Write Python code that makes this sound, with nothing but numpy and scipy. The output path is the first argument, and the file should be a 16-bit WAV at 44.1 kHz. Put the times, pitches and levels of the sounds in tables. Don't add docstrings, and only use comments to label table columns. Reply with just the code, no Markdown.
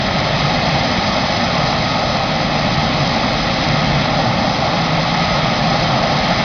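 import sys
import numpy as np
from scipy import signal
from scipy.fft import rfft, irfft, next_fast_len
from scipy.io import wavfile
from scipy.ndimage import uniform_filter1d, map_coordinates

SR = 44100
rng = np.random.default_rng(int(sys.argv[2]) if len(sys.argv) > 2 else 0)


def pcm_store(signal):
    levels = np.round(np.clip(np.atleast_2d(signal), -1, 1) * 32767)
    wavfile.write(sys.argv[1], SR, levels.astype(np.int16).T)


N = 284004

# (f/Hz, relative density level/dB per Hz)
RUMBLE_SPECTRUM = [(8, -46), (15, -23), (43, -8), (70, -9), (105, -7), (130, -2), (157, -3), (190, -4),
                   (215, -3.5), (245, -4.5), (275, -8.5), (300, -9), (330, -12.5), (370, -16.5), (440, -21),
                   (520, -42.5), (900, -120)]
ROAR_SPECTRUM = [(250, -59.5), (400, -15), (480, -10), (525, -4), (570, -3.5), (620, 0), (650, -1.5),
                 (700, -1.5), (790, 1), (870, -3), (980, -11.5), (1080, -6.5), (1240, -7.5), (1370, -9),
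                 (1520, -16), (1700, -39), (3000, -120)]
HISS_SPECTRUM = [(900, -63), (1450, -17.5), (1600, -6.5), (1800, -1.5), (2080, 0.5), (2200, -1), (2370, -6),
                 (2590, -4), (2900, -10), (3100, -4.5), (3280, -3), (3600, -6.5), (3900, -27), (6000, -120)]
FIZZ_SPECTRUM = [(2500, -63.5), (3500, -12.5), (3750, 1), (4150, 0.5), (4450, -1), (4800, -2), (4930, -3),
                 (4975, 2), (5060, 1), (5150, 2), (5350, -4.5), (5512, -13.5), (5600, -60), (9000, -120)]
RUMBLE_DB, ROAR_DB, HISS_DB, FIZZ_DB, WHINE_DB = -20.5, -19.5, -24.5, -26.5, -36

# (t/s, roar level/dB, rumble level/dB, treble level/dB, whine level/dB)
SWELL = [(0, -1.6, -0.5, -0.5, -1), (.4, 0.2, -0.5, 0.6, -1.5), (.97, -1, 1, 0, -3),
         (1.1, -0.5, -.5, 0.1, -1), (1.6, -0.2, -1.5, 0, 1), (2.2, -1, -0.5, -1, 0.5),
         (2.7, -1, -0.5, -0.2, -3), (3.2, -0.7, .2, -0.1, -1.5), (3.9, -1, 0, -0.3, 1),
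         (4.5, 0, -.3, -1.1, -4.5), (5.2, -0.5, -1.6, 0, 5.5), (5.8, 0.8, 0.2, 0.3, 1.5),
         (6.44, 0.5, -1, 1.3, 4)]
# (t/s, level/dB)
FIZZ_SWELL = [(0, -.5), (.5, 1), (1, 0.5), (1.6, .3), (2.4, -.7), (3.1, 0.3), (3.7, 0.2), (4.3, -1),
              (5, 0.1), (5.7, 0), (6.44, 0.3)]
DRIFT_DB, DRIFT_PER_S = 0.37, 3.645

# (t/s, rms level/dB before flutter)
DRONE_LEVEL = [(0, -44), (.45, -25.5), (.85, -36), (.99, -22), (1.1, -38.5), (1.6, -26.5), (1.9, -34),
               (2.5, -30.5), (3.0, -23.5), (3.5, -32), (3.8, -23), (4.3, -25.5), (4.6, -28.5), (5.0, -22),
               (5.35, -27), (5.7, -25), (6.44, -31.5)]
DRONE_HZ, DRONE_WAVER_HZ, DRONE_WAVERS_PER_S = 155.3, 14.06, 30

TONE_HZ = [530, 631, 1261, 2528, 4975]
# (level/dB re whine, pitch waver f/Hz, level waver/dB,
# growth/dB per dB of whine swell, share of the late fade/1)
TONE_BEHAVIOUR = [(-2.5, 4.02, 2.5, -0.5, 0.017), (-2.5, 6, 1.5, 0, 0), (0, 2.5, 2.5, 1, 0.064),
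                  (-4.5, 2, 1.5, -0.5, 1), (-7.5, 13, 3, 0, 0.45)]
# (t/s, level/dB)
LATE_FADE = [(0, 0), (2.2, 0.5), (4.1, -2), (4.9, -6), (6.44, -8)]

# (f/Hz, gain level/dB)
PLAYBACK_RESPONSE = [(4000, 0), (4970, -0.5), (5510, -5.5), (6050, -12), (6500, -23), (6800, -36.5),
                     (7000, -40), (7130, -49.5)]
SKIP = 4
CLIP_LEVEL, TOP_HZ, FULL_BAND_HZ = 0.71, 7127, 15700
# (f/Hz, relative density level/dB per Hz)
EDGE_HISS_SPECTRUM = [(4500, -61), (5200, -7), (5500, -2), (5900, -11), (6800, -29), (7300, -39.5),
                      (7700, -52), (8200, -120)]
EDGE_HISS_DB = -50.5
# (t/s, impulse level/dB before the tick filter)
TICKS = [(3.3342, -21), (5.7976, -30.5), (5.8026, -32.5), (6.2929, -22)]


def amp(db):
    return 10 ** (np.asarray(db) / 20)


def unit(x):
    return x / np.sqrt(np.mean(x ** 2) + 1e-20)


def along(points, hz):
    f, values = np.transpose(points)
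    return np.interp(np.log(hz + 1), np.log(f + 1), values)


def curves(rows):
    t, *columns = np.transpose(rows)
    return [np.interp(np.arange(N) / SR, t, column) for column in columns]


def wobble(rate):
    knots = rng.standard_normal(N // 100)
    return map_coordinates(knots, [np.arange(N) * rate / SR])


def drift():
    return DRIFT_DB * wobble(DRIFT_PER_S)


def filtered(x, response):
    size = next_fast_len(N + 8192)
    spectrum = rfft(x, size) * response(np.fft.rfftfreq(size, 1 / SR))
    return irfft(spectrum, size)[..., :N]


def rush(spectrum, patchy_db):
    cells = signal.stft(rng.standard_normal(N), nperseg=512)[2]
    patches = rng.standard_normal(cells.shape)
    for axis in (0, 1):
        patches = uniform_filter1d(patches, size=5, axis=axis)
    patchy = cells * amp(patchy_db * unit(patches))
    noise = signal.istft(patchy, nperseg=512)[1][:N]
    return unit(filtered(noise, lambda hz: amp(along(spectrum, hz))))


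def edge_hiss():
    return amp(EDGE_HISS_DB) * rush(EDGE_HISS_SPECTRUM, patchy_db=3)


def ticks():
    impulses = np.zeros(N)
    for t, db in TICKS:
        impulses[round(t * SR)] = amp(db)

    def treble(hz):
        rise = np.clip((hz - 5500) / 1500, 0, 1)
        tilt = amp(-8 * hz / FULL_BAND_HZ)
        return rise * tilt

    return filtered(impulses, treble)


def compressor():
    whine = np.zeros(N)
    swell_db = curves(SWELL)[-1]
    fade_db = curves(LATE_FADE)[0]
    for hz, (db, waver_hz, waver_db, grows, fades) in zip(TONE_HZ, TONE_BEHAVIOUR):
        turns = np.cumsum(hz + waver_hz * wobble(14)) / SR
        level_db = db + grows * swell_db + fades * fade_db + waver_db * wobble(9)
        whine += np.sqrt(2) * amp(level_db) * np.sin(2 * np.pi * turns)
    return amp(WHINE_DB) * whine


def drone():
    turns = np.cumsum(DRONE_HZ + DRONE_WAVER_HZ * wobble(DRONE_WAVERS_PER_S)) / SR
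    level_db = curves(DRONE_LEVEL)[0] + 2.2 * wobble(18)
    return np.sqrt(2) * amp(level_db) * np.sin(2 * np.pi * turns)


def jets():
    roar_db, rumble_db, treble_db, _ = curves(SWELL)
    flutter_db = 0.8 * wobble(60)
    fizz_db = curves(FIZZ_SWELL)[0] + flutter_db
    rumble = amp(RUMBLE_DB + rumble_db + drift()) * rush(RUMBLE_SPECTRUM, patchy_db=0.2)
    roar = amp(ROAR_DB + roar_db + drift()) * rush(ROAR_SPECTRUM, patchy_db=0.9)
    hiss = amp(HISS_DB + treble_db + drift()) * rush(HISS_SPECTRUM, patchy_db=0.5)
    fizz = amp(FIZZ_DB + fizz_db + drift()) * rush(FIZZ_SPECTRUM, patchy_db=0.12)
    return rumble + roar + hiss + fizz


def scene():
    return (compressor() + drone() + jets())[None]


def record(dry):
    sparse = np.zeros_like(dry)
    kept = np.clip(dry[:, ::SKIP], -CLIP_LEVEL, CLIP_LEVEL)
    sparse[:, ::SKIP] = SKIP * kept
    smooth = filtered(sparse, lambda hz: amp(along(PLAYBACK_RESPONSE, hz)) * (hz < TOP_HZ))
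    return filtered(smooth + edge_hiss() + ticks(), lambda hz: hz < FULL_BAND_HZ)


dry = scene()
out = record(dry)
pcm_store(out)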